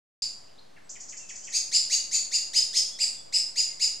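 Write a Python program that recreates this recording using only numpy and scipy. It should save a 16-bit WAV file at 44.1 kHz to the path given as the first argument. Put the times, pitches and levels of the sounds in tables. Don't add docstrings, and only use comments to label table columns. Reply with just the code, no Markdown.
import sys
import numpy as np
from scipy import signal
from scipy.fft import rfft, irfft
from scipy.io import wavfile

SR = 44100
rng = np.random.default_rng(int(sys.argv[2]) if len(sys.argv) > 2 else 0)


def persist_wave(psi):
    counts = np.round(np.clip(psi, -1, 1) * 32767).astype(np.int16)
    wavfile.write(sys.argv[1], SR, np.atleast_2d(counts).T)


N = 176400

# apex in seconds, rise in seconds, rise exponent (1 = straight), extra hold in
# seconds, high-voice jitter as a share of pitch, apex pitch of low voice, high voice and overtone in Hz,
# level of those three and of the rasp in dB before the throat filter.
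CHINKS = [ (.196, .035, 1.2, .004, .045, 2900, 4900, 7100, -45, -23, -33, -35),
          (1.557, .035, 1.2, 0, .036, 2650, 4850, 6650, -40, -25, -25.5, -28.5),
          (1.752, .039, 1.5, 0, .042, 3000, 4950, 7100, -36, -18, -23.5, -28),
          (1.933, .038, 1.5, 0, .05, 2900, 4750, 6600, -35.5, -23, -23.5, -26.5),
          (2.147, .037, 1.1, 0, .045, 2700, 4650, 6900, -39, -26, -22, -28.5),
          (2.348, .036, 1.4, 0, .04, 2850, 4850, 6950, -37, -21, -25, -30.5),
          (2.570, .040, 1.7, .002, .038, 3150, 5050, 6750, -36, -18.5, -27, -27),
          (2.772, .044, 2.6, 0, .06, 3250, 5150, 6600, -38, -19.5, -26.5, -27.5),
          (3.016, .031, 1.0, .010, .026, 2900, 4900, 7650, -37.5, -22, -28.5, -30.5),
          (3.349, .027, .9, .008, .026, 2950, 5030, 7650, -37.5, -19.5, -30.5, -32),
          (3.586, .032, 1.1, .008, .028, 2950, 4970, 7000, -38, -21, -28, -31),
          (3.825, .032, 1.0, .009, .028, 2930, 4970, 7000, -38, -21, -27.5, -31)]
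# start level in dB, full level before the apex in seconds, hold after it in
# seconds, release in dB per second.
LOW_ENV = (-6, .008, .006, 800)
HIGH_ENV = (-29, .003, .017, 1000)
OVERTONE_ENV = (-17, .007, .014, 900)
RASP_ENV = (-12, .002, .019, 800)
# frequency in Hz, relative level in dB.
CHINK_RASP_SPECTRUM = [(300, -23), (700, -17), (1100, -25), (1500, -23), (2000, -15), (2800, -17),
                       (3400, -12), (4200, -2), (5000, 0), (5800, -5), (6900, 0), (7800, -3), (8400, -9),
                       (9500, -9), (10300, -19), (11300, -24), (13300, -25), (15000, -40)]
# frequency in Hz, gain in dB.
THROAT_RESPONSE = [(700, -4), (1400, -14), (1700, -12), (1980, -1), (2300, -2.5), (3000, -1), (3500, 0),
                   (15000, 0)]
# frequency in Hz, side against mid in dB.
ECHO_WIDTH = [(300, 5), (700, 9), (1200, -1), (2000, -4), (3000, -6), (5000, -11), (7000, -4), (9000, 0),
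              (14000, -1)]
# frequency in Hz, relative density in dB.
AIR_MID_SPECTRUM = [(25, -6), (55, -10), (105, 0), (200, 0), (400, -5), (750, -4), (1200, -7), (2500, -12),
                    (4500, -11), (8000, -19), (12000, -29), (15000, -34)]
AIR_SIDE_SPECTRUM = [(25, -5), (60, -20), (120, -10), (250, 2), (430, 7.5), (720, 8.5), (1100, -3),
                     (2000, -15), (4500, -18), (8000, -23), (12000, -32), (15000, -38)]
# time in seconds, gain in dB.
AIR_SWELL = [(.2, -4.5), (1.5, -.5), (2.7, 1.5), (4, 0)]
# start and length in seconds, level in dB, start, middle and end pitch in Hz.
WHISTLES = [(.470, .035, -65, 2400, 2900, 3100), (.576, .021, -54, 3300, 3950, 4250),
            (.587, .012, -47, 4000, 4200, 4300), (.838, .045, -65, 8000, 7850, 7600),
            (1.188, .08, -54, 2750, 2680, 2520), (1.415, .05, -59, 2900, 3100, 3300),
            (2.915, .065, -48.5, 3300, 3420, 3300), (3.160, .06, -56, 3600, 3500, 3450),
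            (3.690, .06, -55, 2200, 2100, 2150)]
# start in seconds, lower voice's level in dB, its start pitch in Hz.
CHUCKS = [(.763, -53, 2300), (.952, -50, 2650), (1.121, -48.5, 2700), (1.292, -45, 2800),
          (1.471, -44.5, 2750)]
# start in seconds, base level in dB, middle pitch in Hz.
TICKS = [(.892, -36.5, 7300), (1.001, -36.5, 7150), (1.086, -36, 7050), (1.167, -35.5, 7050),
         (1.288, -36, 7050), (1.355, -35.5, 7000), (1.439, -36, 6900), (1.497, -39, 6850)]
# frequency in Hz, relative level in dB.
TICK_RASP_SPECTRUM = [(3800, -30), (4600, -7), (5400, -3), (6700, 1), (7700, 0), (8100, -16), (9500, -32),
                      (12000, -45)]


def from_db(db):
    return 10 ** (np.asarray(db) / 20)


def colour(x, points):
    hz, db = np.transpose(points)
    bins_hz = np.maximum(np.fft.rfftfreq(len(x), 1 / SR), 1)
    return irfft(rfft(x) * from_db(np.interp(np.log(bins_hz), np.log(hz), db)), len(x))


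def unit_rms(x):
    return x / np.sqrt(np.mean(x ** 2) + 1e-20)


def noise(spectrum, size=8192):
    return unit_rms(colour(rng.standard_normal(size), spectrum))


def add(out, start_s, sound):
    i = int(start_s * SR)
    out[i:i + len(sound)] += sound[:len(out) - i]


def stereo(mid, side):
    return np.array([mid + side, mid - side])


def membrane_phase(hz, jitter, bandwidth_hz=500):
    lowpass = signal.butter(2, bandwidth_hz, fs=SR, output="sos")
    tremble = unit_rms(signal.sosfilt(lowpass, rng.standard_normal(8192)))
    return 2 * np.pi * np.cumsum(hz * (1 + jitter * tremble[:len(hz)])) / SR


def chink(rise_s, curve, linger_s, jitter, low_hz, high_hz, over_hz, low_db, high_db, over_db, rasp_db):
    onset_s, round_s, tail_s = .004, .005, .06
    base_hz, fall_hz_per_s = 1800, 45000
    scoop_hz, scoop_s = 450, .004
    t = np.arange(int((rise_s + tail_s) * SR)) / SR - rise_s
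    from_apex_s = np.hypot(t, round_s) - round_s
    climb_hz = base_hz + (low_hz - base_hz) * np.maximum(1 - from_apex_s / from_apex_s[0], 0) ** curve
    climb_hz -= scoop_hz * np.exp(-(t + rise_s) / scoop_s)
    fall_hz = np.maximum(low_hz - fall_hz_per_s * from_apex_s, base_hz)
    arch_hz = np.where(t < 0, climb_hz, fall_hz)

    def level_off(hz, top_hz, knee=11., sag_hz_per_s=2000):
        capped_hz = (hz ** -knee + top_hz ** -knee) ** (-1 / knee)
        return np.where(t < 0, capped_hz * top_hz / capped_hz.max(), top_hz - sag_hz_per_s * t)

    def envelope(start_db, lead_s, hold_s, release_db_per_s):
        swell_db = start_db * np.clip((-t - lead_s) / max(rise_s - lead_s, onset_s), 0, 1)
        release_db = release_db_per_s * np.maximum(t - hold_s - linger_s, 0)
        return from_db(swell_db - release_db) * np.minimum((t + rise_s) / onset_s, 1)

    low_phase = membrane_phase(arch_hz, jitter=.024)
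    high_phase = membrane_phase(level_off(2 * arch_hz, high_hz), jitter)
    over_phase = membrane_phase(level_off(3 * arch_hz, over_hz), jitter=.036)
    sum_tone = from_db(-17) * np.sin(high_phase + low_phase)
    octave = from_db(-25) * np.sin(2 * high_phase)
    rasp = from_db(-3) * noise(CHINK_RASP_SPECTRUM)[:len(t)]
    return (from_db(low_db) * envelope(*LOW_ENV) * np.sin(low_phase)
            + from_db(high_db) * envelope(*HIGH_ENV) * (np.sin(high_phase) + sum_tone + octave)
            + from_db(over_db) * envelope(*OVERTONE_ENV) * np.sin(over_phase)
            + from_db(rasp_db) * envelope(*RASP_ENV) * rasp)


def blackbird():
    out = np.zeros(N)
    for apex_s, rise_s, *shape in CHINKS:
        add(out, apex_s - rise_s, chink(rise_s, *shape))
    return colour(out, THROAT_RESPONSE)


def wood(x, tail_db, scatter_t60_s=.43, tail_t60_s=.85, build_s=.006):
    treble_hz, treble_loss_db_per_s = 9000, 20
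    t = np.arange(SR) / SR
    build = 1 - np.exp(-t / build_s)
    scatter = unit_rms(build * from_db(-60 * t / scatter_t60_s))
    tail = from_db(tail_db) * unit_rms(build * from_db(-60 * t / tail_t60_s))
    decay = np.hypot(scatter, tail) / np.sqrt(len(t))
    echoes = rng.standard_normal((2, len(t)))
    dull = signal.sosfiltfilt(signal.butter(2, treble_hz, fs=SR, output="sos"), echoes)
    treble = (echoes - dull) * from_db(-treble_loss_db_per_s * t)
    mid, side = decay * (dull + treble)
    response = stereo(mid, colour(side, ECHO_WIDTH))
    return signal.fftconvolve(x[None], response, axes=1)[:, :N]


def air(mid_db=-60.5, side_base_db=-55.7):
    swell_db = np.interp(np.arange(N) / SR, *np.transpose(AIR_SWELL))
    mid = from_db(mid_db) * noise(AIR_MID_SPECTRUM, N)
    side = from_db(side_base_db + swell_db) * noise(AIR_SIDE_SPECTRUM, N)
    return stereo(mid, side)


def glide(length_s, pitches_hz, jitter):
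    progress = np.linspace(0, 1, int(length_s * SR))
    hz = np.polyval(np.polyfit([0, .5, 1], pitches_hz, 2), progress)
    envelope = np.sqrt(np.abs(np.sin(np.pi * progress)))
    return envelope * np.sin(membrane_phase(hz, jitter))


def whistles():
    out = np.zeros(N)
    for start_s, length_s, db, *pitches_hz in WHISTLES:
        add(out, start_s, from_db(db) * glide(length_s, pitches_hz, jitter=.022))
    return out


def chucks(length_s=.026, end_ratio=.61, upper_ratio=1.28, upper_db=-4, jitter=.055):
    out = np.zeros(N)
    for start_s, db, start_hz in CHUCKS:
        fall_hz = start_hz * np.linspace(1, end_ratio, 3)
        upper = from_db(upper_db) * glide(length_s, fall_hz * upper_ratio, jitter)
        lower = glide(length_s, fall_hz, jitter)
        add(out, start_s, from_db(db) * (lower + upper))
    return out


def ticks(length_s=.02, start_hz=4700, end_hz=5300, tone_db=-2.5, rasp_db=-7):
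    out = np.zeros(N)
    for start_s, db, middle_hz in TICKS:
        tone = glide(length_s, [start_hz, middle_hz, end_hz], jitter=.035)
        envelope = np.sin(np.linspace(0, np.pi, len(tone)))
        rasp = envelope * noise(TICK_RASP_SPECTRUM)[:len(tone)]
        add(out, start_s, from_db(db + tone_db) * tone + from_db(db + rasp_db) * rasp)
    return out


def scene():
    near, thin, far = blackbird(), ticks(), chucks() + whistles()
    echoes = wood(near + from_db(-2) * far, tail_db=-14)
    tick_echoes = wood(from_db(1.5) * thin, tail_db=-3)
    return near + thin + far + echoes + tick_echoes + air()


def record(dry, start_s=.221, fade_s=.0008, dc_offset=-.0031, stopband_hz=15600):
    gate = np.clip((np.arange(N) / SR - start_s) / fade_s, 0, 1)
    lowpass = signal.cheby2(12, 70, stopband_hz, fs=SR, output="sos")
    return signal.sosfilt(lowpass, (dry + dc_offset) * gate)


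dry = scene()
out = record(dry)
persist_wave(out)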